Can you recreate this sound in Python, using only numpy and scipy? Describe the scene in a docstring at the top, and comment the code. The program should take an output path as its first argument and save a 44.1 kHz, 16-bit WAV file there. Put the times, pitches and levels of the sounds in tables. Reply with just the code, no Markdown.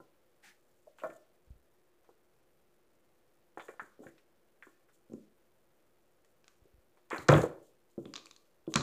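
"""Small billiard balls are handled on a small wooden pool table in a quiet, faintly humming room.
A ball thuds on the bed (the playing surface), something brushes the cloth, and a thin hiss swells and fades.
Balls knock on the hollow rails, a soft footfall follows, and from about 5 s balls clack together.
Just after 7 s one chatters along a rail, then a hard drop bounces and rattles the whole table.
More clacks, knocks and thuds end the scene. A coarse converter makes the quiet sounds gritty throughout."""
import sys
import numpy as np
from scipy import signal
from scipy.fft import rfft, irfft, next_fast_len
from scipy.io import wavfile
from scipy.ndimage import map_coordinates

SR = 44100
rng = np.random.default_rng(int(sys.argv[2]) if len(sys.argv) > 2 else 0)


def to_wav(s):
    """Save 16-bit WAV."""
    ch = np.atleast_2d(s).T  # columns
    pcm = np.round(np.clip(ch, -1, 1) * 32767)  # PCM
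    wavfile.write(sys.argv[1], SR, pcm.astype(np.int16))


N = 388962
SIZE = 32768  # samples in one blow and its tail
HZ = np.fft.rfftfreq(SIZE, 1 / SR)
AGE = np.arange(SIZE) / SR  # seconds since the blow


def amp(db):
    """Turn decibels into a gain."""
    return 10 ** (np.asarray(db) / 20)


def unit(x):
    """Scale a sound to energy 1."""
    return x / np.linalg.norm(x)


def along(points, hz):
    """Read between (frequency [Hz], value) points on a log frequency axis."""
    freqs, values = np.transpose(points)
    return np.interp(np.log(hz + 1), np.log(freqs + 1), values)


def noise(spectrum):
    """Steady noise of average power 1 with the given colour (balance of low and high)."""
    colour = amp(along(spectrum, np.fft.rfftfreq(N, 1 / SR)))
    x = irfft(rfft(rng.standard_normal(N)) * colour, N)
    return x / x.std()


def wander(rate):
    """A smooth curve through `rate` random points a second."""
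    points = rng.standard_normal(int(N * rate / SR) + 4)
    return map_coordinates(points, [np.arange(N) * rate / SR])


def swell(s, length_s, attack_s, fade_db_per_s):
    """A loudness curve that rises, holds and dies away."""
    t = np.arange(N) / SR - s
    return np.clip(t / attack_s, 0, 1) * amp(-fade_db_per_s * np.maximum(t - length_s, 0))


def resonance(hz, width):
    """Gain of one mode, a pitch at which an object rings; narrower ones ring longer."""
    return np.abs(HZ * width / (hz * hz - HZ * HZ + 1j * HZ * width))


def body(modes):
    """Gain of an object with several modes."""
    return np.sqrt(sum((amp(db) * resonance(hz, width)) ** 2 for hz, width, db in modes))


def contact(hz, steep):
    """Cut the treble above hz: a longer, softer contact sounds duller."""
    return 1 / np.sqrt(1 + (HZ / hz) ** (2 * steep))


def above(hz, steep):
    """Let little sound through below hz."""
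    return 1 / np.sqrt(1 + (hz / (HZ + 1)) ** (2 * steep))


def reverberation():
    """A fresh room echo that builds up as the first walls answer, then fades."""
    # how long the room rings: (frequency [Hz], time to fade by 60 dB [s])
    fade_times = [(60, 0.25), (400, 0.52), (1500, 0.37), (4000, 0.33), (7500, 0.35), (14000, .45)]
    hz, t, spectra = signal.stft(rng.standard_normal(SIZE), SR, nperseg=256)
    decay = amp(-60 * t / along(fade_times, hz)[:, None])
    tail = signal.istft(spectra * decay, SR, nperseg=256)[1][:SIZE]
    tail *= 1 - np.exp(-(AGE / 0.0062) ** 2)
    return unit(tail)


def add_blow(track, s, db, colour, scatter_db, scatter_fade_s, room_db, lag_s=0):
    """Add one blow at time s: a ring, scattered by the nearby wood and answered by the room."""
    # build a ring of this colour that starts at the hit, never before it
    cepstrum = irfft(np.log(np.maximum(colour / colour.max(), 1e-4)))
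    after_hit = 2 * (AGE > 0) * np.cos(np.pi * np.minimum(AGE / AGE[-1], .5))
    ring = np.exp(rfft(cepstrum * after_hit))
    ring *= np.exp(-2j * np.pi * np.cumsum(lag_s * np.gradient(HZ)))  # each frequency is lag_s late
    scatter = rng.standard_normal(SIZE) * amp(-60 * AGE / scatter_fade_s)
    nearby = amp(scatter_db) * unit(irfft(ring * rfft(scatter)))
    direct = unit(unit(irfft(ring)) + nearby)
    room = amp(room_db) * unit(irfft(ring * rfft(reverberation())))
    fade = np.cos(np.pi / 2 * (AGE / AGE[-1]) ** 2) ** 2  # the tail ends in silence
    gain = amp(db) * np.sqrt(SR / 100)  # db is the direct sound's energy spread over 10 ms
    part = track[max(round(s * SR), 0):][:SIZE]
    part += gain * ((direct + room) * fade)[:len(part)]


def background():
    """Room air with a faint hum whose tones drift a little."""
    # tones of the hum: (pitch [Hz], relative level [dB])
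    tones = [(145.3, -94.5), (220.7, -101), (360.7, -84), (489.9, -89)]
    # colour of the air: (frequency [Hz], relative level [dB])
    air = [(18, -49), (30, -9.5), (92, -12.5), (132, -9), (167, -11.5), (216, -9.5), (288, -12.5),
           (355, 0.5), (384, -8.5), (511, -5), (716, -14), (1030, -21.5), (1370, -21.5), (4310, -40.5),
           (15000, -36.5)]
    t = np.arange(N) / SR
    hum = sum(amp(db) * np.sqrt(2) * np.sin(2 * np.pi * hz * t + 3 * wander(rate=4)) for hz, db in tones)
    return amp(-9) * hum + amp(-76) * noise(air)


def thuds(rows, room_db):
    """Low, dull sounds coloured by the table's modes; each row sets how much its middle panel joins in."""
    # modes of the whole table: (pitch [Hz], width [Hz], level [dB])
    table_modes = [(75, 22, -1), (118, 15, -2), (146, 12, 2.5), (328, 32, 1.5), (418, 91, -4.5),
                   (514, 14, -4.5), (562, 45, -2.5), (680, 17, -9), (762, 24, -6), (1023, 22, -4.5),
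                   (1360, 55, -5)]
    # modes of its middle panel: (pitch [Hz], width [Hz], level [dB])
    panel_modes = [(214, 35, -0.5), (279, 14, -1)]
    track = np.zeros(N)
    for s, db, low_hz, contact_hz, panel_db in rows:
        force = contact(contact_hz, steep=2.94) + amp(-33) * contact(1300, steep=4)
        wood = np.hypot(body(table_modes), amp(panel_db) * body(panel_modes))
        colour = wood * above(low_hz, steep=2.84) * force
        add_blow(track, s, db, colour, scatter_db=-2.5, scatter_fade_s=0.081, room_db=room_db)
    return track


def brushing():
    """Something slides briefly over cloth."""
    # colour of the slide: (frequency [Hz], relative level [dB])
    colour = [(120, -43), (200, -9), (570, -31), (833, -5.5), (1020, -21.5), (1780, -3.5), (3120, -15.5),
              (6900, -19.5), (15000, -30.5)]
    return amp(-59) * swell(s=0.4245, length_s=0.069, attack_s=0.019, fade_db_per_s=312) * noise(colour)


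def high_hiss():
    """A thin, grainy high hiss, strongest near 7 kHz, swells around the blows."""
    # stretches of hiss: (time [s], length [s], level [dB])
    swells = [(.57, .33, -91), (0.968, .19, -72.5), (3.564, 0.15, -69.5), (3.79, 0.069, -73),
              (4.011, 0.072, -72.5), (4.62, 0.086, -78.5), (4.921, 0.023, -74.5), (7.1, 0.13, -61.5),
              (7.28, 0.15, -51.5), (7.619, .05, -72.5), (7.894, 0.013, -76.5), (7.979, 0.13, -78.5),
              (8.691, 0.035, -65)]
    # colour of the hiss: (frequency [Hz], relative level [dB])
    colour = [(1500, -55), (3000, -2.5), (5300, -11.5), (7100, 3), (9500, -7.5), (15000, -11.5)]
    level = sum(amp(db) * swell(s, length_s, attack_s=0.019, fade_db_per_s=329.5)
                for s, length_s, db in swells)
    grains = amp(3.1 * wander(rate=170)) * noise(colour)
    return level * grains / grains.std()


def knocks(rows, room_db):
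    """Each struck part of the wooden frame adds its own pitch to the ringing rails and a faint tick."""
    # modes of the hollow rails: (pitch [Hz], width [Hz], level [dB])
    rail_modes = [(340, 46, -8), (520, 23, 0.5), (1092, 35, 8.5), (1423, 54, 8), (1770, 5.6, 14),
                  (2040, 17, 2.5), (2370, 39, 7.5), (3380, 150, 1.5)]
    tick = amp(-57) * above(1400, steep=2.8)
    track = np.zeros(N)
    for s, db, pitch_hz, width_hz, contact_hz in rows:
        wood = np.hypot(resonance(pitch_hz, width_hz), amp(-13.5) * body(rail_modes))
        colour = wood * contact(contact_hz, steep=3.85) + tick
        add_blow(track, s, db, colour, scatter_db=4, scatter_fade_s=0.096, room_db=room_db)
    return track


def floor_thumps():
    """Feet and the jolted table push the floor boards, which hardly ring."""
    # pushes on the floor: (time [s], level [dB])
    pushes = [(1.473, -62), (1.505, -45.5), (1.557, -59), (6.62, -61), (6.74, -59), (6.781, -61.5),
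              (7.296, -33), (8.759, -58)]
    boards = resonance(58, 31) * contact(110, steep=1.2)
    track = np.zeros(N)
    for s, db in pushes:
        add_blow(track, s, db, boards, scatter_db=-18.5, scatter_fade_s=0.054, room_db=-13.5)
    return track


def clacks():
    """Hard balls touch for an instant: a bright click whose top arrives first and whose middle rings."""
    # ball against ball: (time [s], level [dB], ring pitch [Hz], treble cut-off [Hz])
    hits = [(5.134, -67, 7070, 8370), (6.2474, -72.5, 1880, 13700), (6.443, -67, 1514, 5670),
            (6.48, -59.5, 1555, 6730), (7.103, -54.5, 3334, 9100), (7.181, -48, 4130, 5670),
            (7.2845, -34.5, 3800, 8250), (7.288, -32.5, 3574, 7000), (7.337, -34.5, 3414, 3660),
            (7.417, -49.5, 4230, 9850), (8.055, -56, 3300, 3760), (8.138, -46, 4756, 6040),
            (8.156, -44.5, 3600, 5565), (8.1616, -44, 4000, 6250), (8.178, -52.5, 4060, 4750),
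            (8.2577, -55.5, 4420, 11300), (8.268, -59, 2420, 8130), (8.311, -54.5, 3736, 6510),
            (8.3632, -60, 4270, 7280), (8.668, -68, 3450, 3760), (8.722, -62.5, 3500, 5030),
            (8.7397, -36, 4034, 7620), (8.7578, -26, 4150, 7180), (8.808, -44, 3780, 6500)]
    # modes that colour a clack: (pitch [Hz], width [Hz], level [dB])
    clack_modes = [(345, 200, 3.5), (1145, 100, 8), (1650, 130, -6.5), (2500, 310, 0), (4900, 3700, -6.5),
                   (6880, 1200, 2)]
    lag_s = 0.001 * resonance(3900, 2000)
    track = np.zeros(N)
    for s, db, ring_hz, contact_hz in hits:
        ring = body(clack_modes) + amp(7.5) * resonance(ring_hz, 260)
        force = contact(contact_hz, steep=6.5) + amp(-24.5)
        add_blow(track, s, db, ring * force, scatter_db=0.5, scatter_fade_s=0.01, room_db=-8, lag_s=lag_s)
    return track


def chatter(count):
    """A ball runs along the rail in quick, even knocks of varying pitch."""
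    start_s, gap_s, db, width_hz, contact_hz = 7.116, 0.015, -40, 680, 2070
    pitches = 1300 * np.exp(.22 * rng.standard_normal(count))
    rows = [(start_s + gap_s * i, db, hz, width_hz, contact_hz) for i, hz in enumerate(pitches)]
    return knocks(rows, room_db=-3.5)


def hard_drop(count):
    """A dropped ball bounces on the bed, grazing the rail just before each landing."""
    s, flight_s = 7.2978, .029
    db, low_hz, contact_hz, panel_db = -15, 106, 850, -22
    lead_s, graze_hz, graze_width_hz, graze_contact_hz = .008, 1200, 710, 2200
    landings, grazes = [], []
    for _ in range(count):
        landings.append((s, db, low_hz, contact_hz, panel_db))
        grazes.append((s - lead_s, db - 7.5, graze_hz, graze_width_hz, graze_contact_hz))
        s += flight_s
        flight_s *= .85  # each bounce is shorter,
        db -= 3  # weaker
        contact_hz *= .68  # and duller
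    return thuds(landings, room_db=-11.5) + knocks(grazes, room_db=-7.5)


def scene():
    """All is heard from one spot above the table; the drop is near, the chatter farther off."""
    # low sounds: (time [s], level [dB], bass cut-off [Hz], treble cut-off [Hz], panel share [dB])
    # the row at 1.056 s is a faint low rumble lingering after a knock; the rest are thuds on the bed
    low_sounds = [(.002, -53.5, 150, 1190, -5.5), (1.056, -56.5, 125, 450, -20),
                  (1.094, -51, 151, 596, -6.5), (3.574, -47, 340, 900, -23), (3.82, -55.5, 150, 506, 0),
                  (3.992, -53, 264, 420, -17), (4.003, -50, 260, 420, 2.5), (4.02, -50, 260, 480, -9.5),
                  (4.063, -50, 128.7, 616, -3.5), (5.098, -52.5, 192, 290, 8), (5.12, -46.5, 205, 319, 8),
                  (5.137, -40, 200, 343, 4), (7.13, -35.5, 271, 562, -7), (7.187, -45.5, 119, 220, -10),
                  (7.292, -17, 100, 800, -19.5), (7.979, -34.5, 220.3, 270, -3.5),
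                  (8.059, -43.5, 168, 385, -2), (8.16, -58, 290, 502, -11), (8.677, -33, 270, 305, -5.5),
                  (8.758, -24.5, 90.4, 321, 2.5)]
    # knocks on rails and frame: (time [s], level [dB], pitch [Hz], width [Hz], treble cut-off [Hz])
    rail_hits = [(0.871, -52, 598, 80, 633), (0.986, -57.5, 1130, 700, 3530), (1, -58, 2540, 600, 3460),
                 (1.019, -49.5, 600, 59.4, 930), (1.0355, -33.5, 642, 38.7, 814),
                 (1.037, -39, 1393, 131, 1510), (1.058, -40, 611.6, 45, 904), (1.101, -55, 1380, 900, 2188),
                 (2.045, -72, 1160, 790, 1960), (2.091, -57, 430, 197, 1110),
                 (3.5743, -43.5, 700, 593, 1880), (3.597, -45.5, 940, 800, 2600),
                 (3.603, -59, 3460, 200, 4530), (3.684, -51.5, 1750, 690, 2130),
                 (3.688, -43.5, 460, 143, 1770), (3.737, -62, 547, 400, 2000),
                 (3.796, -38.5, 1506, 620, 1716), (4.034, -58, 778, 45, 1510),
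                 (4.068, -53.5, 1740, 450, 2330), (4.181, -66.5, 1850, 1470, 6300),
                 (4.625, -50.5, 1680, 297, 2600), (4.669, -55, 336, 60.5, 1490),
                 (4.888, -68.5, 1470, 700, 2000), (6.655, -61, 420, 150, 605), (6.973, -66, 700, 880, 2250),
                 (7.109, -36.5, 1050, 179, 1901), (7.287, -22.5, 1180, 700, 2300),
                 (7.329, -18.5, 570, 172, 1000), (7.39, -27, 500, 200, 712), (7.433, -37, 800, 310, 1550),
                 (7.4378, -24, 488.5, 221, 618), (8.7565, -27.5, 1244, 391, 2148),
                 (8.807, -42, 1240, 400, 1800)]
    blows = clacks() + knocks(rail_hits, room_db=-10.5) + thuds(low_sounds, room_db=-5)
    blows = blows + hard_drop(count=5) + chatter(count=4)
    return (blows + floor_thumps() + brushing() + high_hiss() + background())[None]


def record(dry):
    """A coarse converter rounds down to whole steps, adding grit; then faint hiss and a treble limit."""
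    step, bias = .00046, -.000044  # smallest step and resting point, as shares of full scale
    hiss_db, top_hz = -92.5, 15550
    stepped = step * np.floor((dry + bias) / step)
    hiss = amp(hiss_db) * rng.standard_normal(N)
    size = next_fast_len(N + SR)
    kept_band = np.fft.rfftfreq(size, 1 / SR) < top_hz
    return irfft(rfft(stepped + hiss, size) * kept_band, size)[:, :N]


dry = scene()
out = record(dry)
to_wav(out)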